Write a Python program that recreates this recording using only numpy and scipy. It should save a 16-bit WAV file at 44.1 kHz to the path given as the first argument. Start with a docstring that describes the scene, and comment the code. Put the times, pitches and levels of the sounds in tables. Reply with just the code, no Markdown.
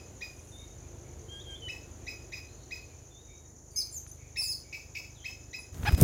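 """A bird repeats sharp chips, some clear and some harsh, in a leafy garden where a babbler and a palm
squirrel feed on a board. The babbler squeals with both sides of its syrinx; other birds whistle farther
off, scattered by the foliage. At the end the squirrel squeaks and bolts up a trunk, thumping the board
and scratching the bark. Behind them lie pulsing insects, a distant idling engine, far traffic and a
thin high hiss."""
import sys
import numpy as np
from scipy import signal
from scipy.fft import rfft, irfft, next_fast_len
from scipy.io import wavfile
from scipy.ndimage import map_coordinates

SR = 44100
rng = np.random.default_rng(int(sys.argv[2]) if len(sys.argv) > 2 else 0)


def persist_wave(psi):
    """Save psi, clipped to +-1, as 16-bit WAV."""
    counts = np.round(np.clip(psi, -1, 1) * 32767).astype(np.int16)
    wavfile.write(sys.argv[1], SR, np.atleast_2d(counts).T)


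N = 265923
TIME = np.arange(N) / SR
CUTOFF_HZ = 15850

# chip cues: (time [s], top pitch [Hz], relative level [dB], harshness [0-1], brightness [dB])
CHIPS = [(-.06, 2537, -44, .05, 3.5), (0.221, 2500, -35, 0.36, 0), (1.694, 2586, -33.5, 0.3, -2),
         (2.079, 2541, -34.5, 0, 1.5), (2.333, 2523, -35, 0.5, 0.5), (2.720, 2530, -34.5, 0.2, 0.5),
         (4.371, 2605, -32.5, 0.1, 1.5), (4.734, 2600, -35, 0.65, 0), (4.958, 2595, -34, 0.6, 2),
         (5.256, 2579, -33, 0.27, 1), (5.543, 2546, -34.5, .05, 2.5), (5.867, 2535, -34, 0.12, 4.5)]
# a clear chip slides up, leaps and holds: (time from cue [s], pitch [ratio], gain [dB])
CLEAR_CHIP = [(-.015, .7, -22), (-.009, .75, -11), (-.004, .81, -8), (-.001, .93, -5), (.003, .995, 0),
              (.013, 1, 0), (.016, .97, -8), (.019, .85, -30)]
# a harsh chip dips in the middle: (time from cue [s], pitch [ratio], gain [dB])
HARSH_CHIP = [(-.012, 0.94, -48), (-.006, 0.97, -3.5), (0, 1, -1), (.004, .88, -4.5), (.01, .86, -3.5),
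              (.015, 1, 0.5), (.02, 1, -2.5), (.027, 0.83, -33)]
# the raw tone at the syrinx, harmonic by harmonic: (gain [dB])
CHIP_PARTIALS = [-0.5, -1, -0.5, -17, -21, -13]
# throat resonances: (frequency [Hz], gain [dB])
CHIP_THROAT = [(1500, -24), (1900, -1), (2540, -2), (3100, -10), (3900, -2.5), (4450, -14.5), (5080, -6.5),
               (5450, -6.5), (5850, -1), (7600, -22), (8400, -28), (11500, -10), (15300, -14)]
def chips(jitter=0.0022, harsh_jitter=0.019, onset_jitter=0.06, hiss_db=-12, harsh_hiss_db=9, trim_db=2):
    """Short calls from a perch, hoarse as the voice starts; a harsh one stays unsteady and hisses."""
    out = np.zeros(N)
    t = span(-.015, .028)
    for cue, top_hz, db, harsh, bright_db in CHIPS:
        ratio, shape_db = along(HARSH_CHIP if harsh > .5 else CLEAR_CHIP, t)
        unsteady = jitter + harsh_jitter * harsh + onset_jitter * (t < 0)
        hz = top_hz * ratio * (1 + unsteady * wobble(1126, t))
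        partials_db = [CHIP_PARTIALS[0]] + [overtone + bright_db for overtone in CHIP_PARTIALS[1:]]
        tone = voice(hz, partials_db) * from_db(shape_db)
        # air hisses before the tone has built up, so its envelope is flatter
        air_db = hiss_db + bright_db + harsh_hiss_db * harsh + 0.27 * shape_db
        hiss = from_db(air_db) * rng.standard_normal(len(t))
        call = coloured((tone + hiss) * from_db(db + trim_db) * gate(t), CHIP_THROAT)
        add(out, cue + t[0], garden(call, wet_db=-5, shade_hz=2470, t60=0.33, gap=0.0087))
    return out


def puffs(delay=.03, length=0.042, gain_db=-28):
    """A faint low puff follows each chip."""
    out = np.zeros(N)
    for cue, _, db, _, _ in CHIPS:
        t, u = note(cue + delay, length)
        add(out, t[0], from_db(db + gain_db) * np.sin(np.pi * u) * band_noise(t, 600, 1050))
    return out


# loud arched squeals, low side of the syrinx:
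# (time [s], length [s], top pitch [Hz], level [dB], fall [share of pitch], overtone drive [dB])
SQUEALS = [(3.76, .066, 5130, -31, 0.201, -15), (4.368, 0.064, 5320, -32, 0.21, -12.5),
           (4.417, 0.053, 5014, -34, .06, -7.5), (4.472, .065, 5163, -32.5, .19, -14)]
# slurs, high side: (time [s], length [s], first pitch [Hz], last pitch [Hz], level at resonance [dB])
SLURS = [(3.759, 0.032, 6390, 6140, -32), (3.925, .061, 7330, 6200, -35), (4.112, 0.011, 6200, 6250, -45),
         (4.425, 0.068, 7700, 6330, -37.5)]
# soft falling peeps, mostly heard at the octave:
# (time [s], length [s], first pitch [Hz], last pitch [Hz], level [dB], overtone drive [dB])
PEEPS = [(3.708, 0.054, 4720, 4560, -68, -0.5), (3.911, 0.045, 5020, 4080, -67.5, 12),
         (4.071, .035, 5010, 4620, -73.5, 13.5), (5.585, 0.034, 5100, 4830, -66.5, 7.5)]
def babbler(crest=0.553, scoop=0.0396, attack_db=11, release_db=10.5, beak_hz=6110):
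    """Two voices: one scoops up and drops away, the other slides down above it; soft peeps between."""
    out = np.zeros(N)
    for start, length, top_hz, db, fall, overtone_db in SQUEALS:
        t, u = note(start, length)
        rising = np.maximum(1 - u / crest, 0) ** 2
        falling = np.maximum((u - crest) / (1 - crest), 0) ** 1.7
        roughness = 0.017 * np.sqrt(falling) * wobble(1500, t)
        hz = top_hz * (1 - scoop * rising - fall * falling + roughness)
        add(out, start, babbler_note(t, hz, db - attack_db * rising - release_db * falling, overtone_db))
    for start, length, first_hz, last_hz, db in SLURS:
        t, u = note(start, length)
        hz = first_hz + (last_hz - first_hz) * np.sin(np.pi * u ** 1.6 / 2) ** 2
        off_beak_db = 36 * np.abs(np.log2(hz / beak_hz))   # a slur swells near the beak's resonance
        add(out, start, babbler_note(t, hz, db - off_beak_db, overtone_db=-17))
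    for start, length, first_hz, last_hz, db, overtone_db in PEEPS:
        t, u = note(start, length)
        add(out, start, babbler_note(t, first_hz + (last_hz - first_hz) * u, db, overtone_db))
    return out


def babbler_note(t, hz, db, overtone_db, jitter=0.0058, rasp=0.17, hiss_db=-12):
    """One thin note; hiss grows with the overtones as the voice is pressed."""
    phase = turning(hz * (1 + jitter * wobble(817, t)))
    hiss = from_db(hiss_db) * band_noise(t, 5600, 11300)
    # notes that sound mainly at the octave have hardly any third harmonic
    third = from_db(-8 - 2 * np.maximum(overtone_db, 0)) * (3 * hz < CUTOFF_HZ) * np.sin(3 * phase)
    # alternate cycles differ a little, which puts weak lines between the harmonics
    between = from_db(-17) * (np.sin(3 * phase / 2) + np.sin(5 * phase / 2)) * (overtone_db < 0)
    overtones = from_db(overtone_db + 2.5) * (np.sin(2 * phase) + third + between + hiss)
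    call = (np.sin(phase) + overtones) * (1 + rasp * wobble(697, t))
    call *= np.sqrt(2) * from_db(db) * gate(t, edge=0.0023)
    return garden(call, wet_db=-4.3, shade_hz=11700, t60=0.27, gap=0.0016)


# the squirrel's nasal throat: (frequency [Hz], gain [dB])
SQUEAK_THROAT = [(600, -2), (830, 2), (1660, 0.5), (2500, -2.5), (3300, -9), (4200, -14), (5000, -18),
                 (6000, -28), (15000, -26)]
def squirrel_squeak(start=5.85, peak=5.884, end=5.9, slack_hz=592, top_hz=835, jitter=0.22):
    """Effort builds and collapses; pitch and level rise with it, and the hoarse voice clears."""
    out, t = np.zeros(N), span(start, end)
    slack = np.interp(t, [start, peak, end], [1, 0, 1])
    hz = (top_hz + (slack_hz - top_hz) * slack ** 2) * (1 + jitter * slack * wobble(898, t))
    source = voice(hz, np.zeros(18)) * from_db(-30 - 14.5 * slack) * gate(t)
    add(out, t[0], garden(coloured(source, SQUEAK_THROAT), wet_db=-26, shade_hz=14000, t60=0.15))
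    return out


# the gritty tone of scrabbling feet: (frequency [Hz], gain [dB])
SCRABBLE_COLOUR = [(60, -6), (200, 16), (600, 0.5), (2000, -7), (5000, -15), (15000, -11.5)]
def scrabble(start=5.735, jump=5.961, fade=0.018, grain_db=3.5):
    """Crumbs scatter and the board shudders, ever louder as the squirrel gathers speed."""
    out, t = np.zeros(N), span(start - fade, N / SR + fade)
    airborne = bump(jump, 0.011, t)   # the crumbs lull during the jump
    crumbs_db = -52.5 + 72.5 * (t - start) - 15 * airborne
    grit = coloured(rng.standard_normal(len(t)), SCRABBLE_COLOUR)
    crumbs = from_db(crumbs_db) * rms_one(grit * from_db(grain_db * wobble(500, t)))
    rumble = from_db(-45 + 39 * (t - start)) * band_noise(t, 45, 150)
    add(out, t[0], (crumbs + rumble) * gate(t, edge=fade))
    return out


# footfalls on the board: (centre time [s], peak level [dB], pitch [Hz])
THUMPS = [(5.8, -30, 80), (5.843, -25, 86), (5.892, -19, 112), (5.94, -11.5, 69), (6.011, -22, 110),
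          (6.018, -12, 460), (6.025, -5.5, 131), (6.028, -10, 280)]
def board_thumps(cycles=2.1):
    """Soft feet rock the board for about two cycles."""
    out = np.zeros(N)
    for centre, db, hz in THUMPS:
        length = cycles / hz
        t = span(-length / 2, length / 2)
        envelope = from_db(db) * np.cos(np.pi * t / length) * gate(t)
        add(out, centre + t[0], envelope * np.cos(2 * np.pi * hz * t))
    return out


# claw hits: (time [s], level [dB], low edge [Hz])
SCRATCHES = [(4.065, -51.5, 400), (5.744, -48, 1200), (5.832, -37, 300), (5.906, -36.5, 450),
             (5.947, -36, 900), (5.981, -39, 3000), (6.002, -35, 1500), (6.012, -16.5, 6150),
             (6.024, -20.5, 7540)]
def claw_scratches(decay_s=0.0032, octaves=3):
    """Claws catch on wood and bark in dry, fast-dying bursts of noise."""
    out, t = np.zeros(N), span(0, .06)
    for start, db, low_hz in SCRATCHES:
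        add(out, start, from_db(db) * np.exp(-t / decay_s) * band_noise(t, low_hz, low_hz * 2 ** octaves))
    return out


# whistled notes: (time [s], length [s], first pitch [Hz], last pitch [Hz], relative level [dB],
# closing flick [share of pitch], undertone [0-1])
WHISTLES = [(0.518, 0.13, 3640, 3746, -53.5, 0, 0.03), (1.283, 0.14, 3252, 3280, -45.5, 0.12, 0.87),
            (1.453, 0.12, 3326, 3127, -43.5, .11, .7), (1.619, 0.11, 3090, 2945, -42, 0, 0.04),
            (3.107, 0.14, 3570, 3780, -59, 0, 0.1), (3.271, 0.13, 3705, 3820, -64, 0, 0),
            (5.147, .065, 4050, 2950, -60, 0, 0), (5.206, .095, 3350, 3040, -54.5, 0, 0)]
# the whistle's core tone: (pitch multiple [ratio], gain [dB])
WHISTLE_PARTIALS = [(1, -1), (3, -25)]
# its undertone, an octave down: (pitch multiple [ratio], gain [dB])
UNDERTONE_PARTIALS = [(.5, -15.5), (1.5, -25), (2.5, -23)]
def whistles(scoop=.055, sag=0.0126, slide_jitter=0.027, far_below_db=-52):
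    """Nearly pure notes glide and sag in the trees; fast slides roughen, far notes blur in echoes."""
    out = np.zeros(N)
    for start, length, first_hz, last_hz, db, flick, undertone in WHISTLES:
        t, u = note(start, length)
        far, rising = db < far_below_db, last_hz > first_hz
        arch = np.sin(np.pi * u)
        glide = (1 + np.tanh((u - .47) / 0.11)) / 2 if far and rising else u   # a step up, or a ramp
        opening = undertone * np.exp(-(t - t[0]) / 0.0161)   # with an undertone it starts soft and flat
        closing = np.clip((t - t[-1] + 0.0266) / .017, 0, 1) * (flick > 0)   # a flick rises and weakens
        bend = 1 - scoop * opening - sag * arch + flick * closing
        hz = (first_hz + (last_hz - first_hz) * glide) * bend
        unsteady = (0.0076 if far else 0.0063) + slide_jitter * (closing + (far and not rising))
        phase = turning(hz * (1 + unsteady * wobble(400, t)))
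        tone = sines(phase, WHISTLE_PARTIALS) + undertone * arch * sines(phase, UNDERTONE_PARTIALS)
        level_db = db - 2 * far - 11 * opening - 2.5 * (1.5 - arch) - 2 * closing
        call = np.sqrt(2) * tone * from_db(level_db) * gate(t, edge=0.0032)
        add(out, start, garden(call, wet_db=-2 if far else -9, shade_hz=9000, t60=0.31))
    return out


# soft far calls: (time [s], pitch [Hz], relative level [dB])
FAR_CALLS = [(.56, 2230, -64), (0.789, 2450, -64.5), (1.02, 2200, -63.5), (1.47, 2237, -62),
             (1.98, 2390, -65), (2.44, 4110, -62.5), (2.57, 4170, -63), (2.73, 4360, -61),
             (2.87, 2396, -63.5), (3.26, 2285, -62), (3.42, 1900, -70.5), (3.73, 2310, -59),
             (4.17, 2340, -58.5), (4.62, 2266, -61.5)]
def far_birds(length=0.106, rise=0.031, waver=0.052, trim_db=-2.5):
    """Distant husky calls, each rising a little, arrive mostly as scattered sound."""
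    out = np.zeros(N)
    for start, centre_hz, db in FAR_CALLS:
        t, u = note(start, length)
        hz = centre_hz * (1 + rise * (u - .5) + waver * wobble(592, t))
        call = np.sin(turning(hz)) * np.sin(np.pi * u) * from_db(db + trim_db)
        add(out, start, garden(call, wet_db=1, shade_hz=5000, t60=0.56))
    return out


# the sheen of far insects: (frequency [Hz], gain [dB])
CHORUS_COLOUR = [(5000, -17.5), (5600, -10), (6100, 0.5), (6600, -1), (6950, 6.5), (7250, -4.5),
                 (7600, -16), (8200, -40)]
def insects(period=.1029, spacing=0.022, stroke=0.0185, high_hz=7200, low_hz=5400, chorus_db=-3):
    """A near insect rasps in threes, each wing stroke falling in pitch, over a steady far chorus."""
    out, t = np.zeros(N), span(0, stroke)
    for start in np.arange(0.055, TIME[-1], period):
        for k in range(3):
            late, loud, sharp = rng.standard_normal(3)
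            hz = np.linspace(high_hz, low_hz, len(t)) * (1 + 0.0152 * sharp + 0.02 * wobble(930, t))
            rasp = np.sqrt(2) * np.sin(turning(hz)) * np.sin(np.pi * t / stroke) ** 2
            add(out, start + k * spacing + .002 * late, rasp * from_db(2.5 - 1.15 * k + 1.16 * loud))
    near = garden(out, wet_db=-9, shade_hz=16000, t60=.15)[:N]
    return near + from_db(chorus_db) * noise(CHORUS_COLOUR)


# the engine's throb: (firing-rate multiple [ratio], relative level [dB])
ENGINE_ORDERS = [(1, -29), (2, -1.5), (3, 2), (4, -2.5), (5, -2.5), (6, -12.5)]
# its fader ride: (time [s], relative level [dB])
ENGINE_LEVEL = [(0, -59), (.8, -49), (1.3, -48.5), (3.5, -54.5), (3.95, -50.5), (4.5, -49), (4.65, -54.5),
                (5.05, -50), (5.65, -53)]
def engine(firing_hz=25.64, drift=0.01206, flutter=0.14, trim_db=-2):
    """Only the low orders of a slow idling engine carry this far."""
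    level_db, = along(ENGINE_LEVEL, TIME)
    phase = turning(firing_hz * (1 + drift * wobble(2.98, TIME)))
    throb = sum(from_db(db) * (1 + flutter * wobble(13, TIME)) * np.cos(k * phase)
                for k, db in ENGINE_ORDERS)
    return from_db(level_db + trim_db) * rms_one(throb)


# the drone's fader ride: (time [s], level [dB])
DRONE_LEVEL = [(0, -77), (.5, -68), (1.1, -56.5), (1.8, -59.5), (2.5, -66), (3.2, -71), (6, -80)]
# its narrow hum: (frequency [Hz], gain [dB])
DRONE_COLOUR = [(280, -25), (315, -16), (348, 4.5), (390, -17.5), (450, -5.5), (520, -11), (700, -23)]
def traffic_drone():
    """A low drone of far traffic swells and fades."""
    level_db, = along(DRONE_LEVEL, TIME)
    return from_db(level_db) * noise(DRONE_COLOUR)


# the fader ride that road and hiss both follow: (time [s], relative level [dB])
WASH_LEVEL = [(0.0, -60), (0.57, -62), (1.2, -61), (1.95, -60), (2.91, -63), (3.15, -66), (5.65, -64.5)]
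# bass-heavy road wash: (frequency [Hz], gain [dB])
ROAD_COLOUR = [(25, -15), (50, 8), (90, 12), (140, 2.5), (190, -1), (350, 1), (480, -3), (700, -6.5),
               (1200, -15), (2200, -18.5), (4500, -23), (8000, -29.5)]
# thin high hiss, probably far insects: (frequency [Hz], gain [dB])
HIGH_HISS_COLOUR = [(1500, -6), (4000, 4), (8300, 1), (9200, 11), (9800, 14), (10700, 4), (13000, 6),
                    (18000, -6)]
# the band that ducks in the lull: (frequency [Hz], gain [dB])
LULL_BAND = [(2100, 0), (4300, 1)]
def road_and_hiss(road_gain_db=9.5, hiss_db=-71.5, hiss_follow=.47, lull_db=7.5):
    """A far road and a thin high hiss rise and fall together; the mids dip just before the squeals."""
    wash_db, = along(WASH_LEVEL, TIME)
    road = from_db(wash_db + road_gain_db) * noise(ROAD_COLOUR)
    hiss = from_db(hiss_db + hiss_follow * (wash_db - wash_db.mean())) * noise(HIGH_HISS_COLOUR)
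    duck = 1 - from_db(-lull_db * bump(3.6, 0.22, TIME))
    return road + hiss - duck * coloured(road + hiss, LULL_BAND)


# a narrow band of treble: (frequency [Hz], gain [dB])
BUZZ_COLOUR = [(9000, -8.5), (9800, 2), (10500, -11)]
def high_buzz(peak_db=-66.5):
    """A thin high buzz swells once and fades."""
    return from_db(peak_db) * bump(0.49, .22, TIME) * noise(BUZZ_COLOUR)


def garden(sound, wet_db, shade_hz, t60, gap=0.003):
    """Leaves shade the direct path's treble; trunks and foliage scatter a short bright tail."""
    t = np.arange(SR * 3 // 5) / SR
    paths = rng.standard_normal(len(t)) * (rng.random(len(t)) < (1500 + 30000 * t) / SR)
    echoes = paths * from_db(-60 * t / t60) * np.clip(t / gap, 0, 1) ** 2
    tail = signal.fftconvolve(sound, echoes)
    tail *= from_db(wet_db) * np.sqrt(np.sum(sound ** 2) / np.sum(tail ** 2))
    pole = np.exp(-2 * np.pi * shade_hz / SR)
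    return tail + signal.lfilter([1 - pole], [1, -pole], np.pad(sound, (0, len(t) - 1)))


def voice(hz, partials_db):
    """Harmonics on a pitch curve, each at its own rms level."""
    phase = turning(hz)
    return np.sqrt(2) * sum(from_db(db) * (k * hz < SR / 2) * np.sin(k * phase)
                            for k, db in enumerate(partials_db, 1))


def sines(phase, partials):
    """Partials locked to one phase."""
    return sum(from_db(db) * np.sin(k * phase) for k, db in partials)


def turning(hz):
    """Phase of an oscillator that follows a pitch curve."""
    return 2 * np.pi * np.cumsum(hz) / SR


def coloured(x, colour):
    """EQ a sound with a curve on a log-frequency axis, rolling off beyond its ends."""
    size = next_fast_len(len(x) + 1024)
    hz = np.fft.rfftfreq(size, 1 / SR) + 1
    points_hz, db = np.transpose(colour)
    gain = from_db(np.interp(np.log(hz + 1), np.log(points_hz), db))
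    ends = 1 / (1 + (.8 * points_hz[0] / hz) ** 6) / (1 + (.8 * hz / points_hz[-1]) ** 8)
    return irfft(rfft(x, size) * gain * ends, size)[:len(x)]


def noise(colour):
    """A noise bed with the given spectrum; rms 1."""
    return rms_one(coloured(rng.standard_normal(N), colour))


def band_noise(t, low_hz, high_hz):
    """Band-passed noise as long as t; rms 1."""
    sos = signal.butter(2, [low_hz, min(high_hz, SR * 9 / 20)], "band", fs=SR, output="sos")
    return rms_one(signal.sosfilt(sos, rng.standard_normal(len(t))))


def wobble(rate, t):
    """Smooth random modulation through `rate` values a second; spread near 1."""
    return map_coordinates(rng.standard_normal(4096), [(t - t[0]) * rate], order=2, mode="wrap")


def bump(centre, width, t):
    """A smooth swell from 0 to 1 and back."""
    return np.exp(-((t - centre) / width) ** 2)


def gate(t, edge=0.0031):
    """Soft start and stop of a note."""
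    return np.clip(np.minimum(t - t[0], t[-1] - t) / edge, 0, 1)


def along(rows, t):
    """The columns of a curve at the times t."""
    times, *columns = np.transpose(rows)
    return [np.interp(t, times, column) for column in columns]


def span(start, end):
    """Sample times from start to end."""
    return np.arange(round(start * SR), round(end * SR)) / SR


def note(start, length):
    """Sample times of a note, and its progress from 0 to 1."""
    t = span(start, start + length)
    return t, np.linspace(0, 1, len(t))


def add(out, start, sound):
    """Mix a sound in at a time."""
    i = round(start * SR) + np.arange(len(sound))
    inside = (i >= 0) & (i < N)
    out[i[inside]] += sound[inside]


def from_db(db):
    """Decibels to gain."""
    return 10 ** (np.asarray(db) / 20)


def rms_one(x):
    """Scale to unit power."""
    return x / np.sqrt(np.mean(x ** 2) + 1e-20)


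def scene(insect_gain_db=-57):
    """The mono mix: birds and squirrel over the garden bed."""
    traffic = traffic_drone() + engine()
    birds = chips() + puffs() + babbler() + whistles() + far_birds()
    bed = road_and_hiss() + high_buzz() + from_db(insect_gain_db) * insects()
    squirrel = squirrel_squeak() + scrabble() + board_thumps() + claw_scratches()
    return (birds + squirrel + bed + traffic)[None]


def record(dry):
    """A steep high cut on the whole mix."""
    return signal.sosfilt(signal.ellip(10, .2, 90, CUTOFF_HZ, fs=SR, output="sos"), dry)


dry = scene()
out = record(dry)
persist_wave(out)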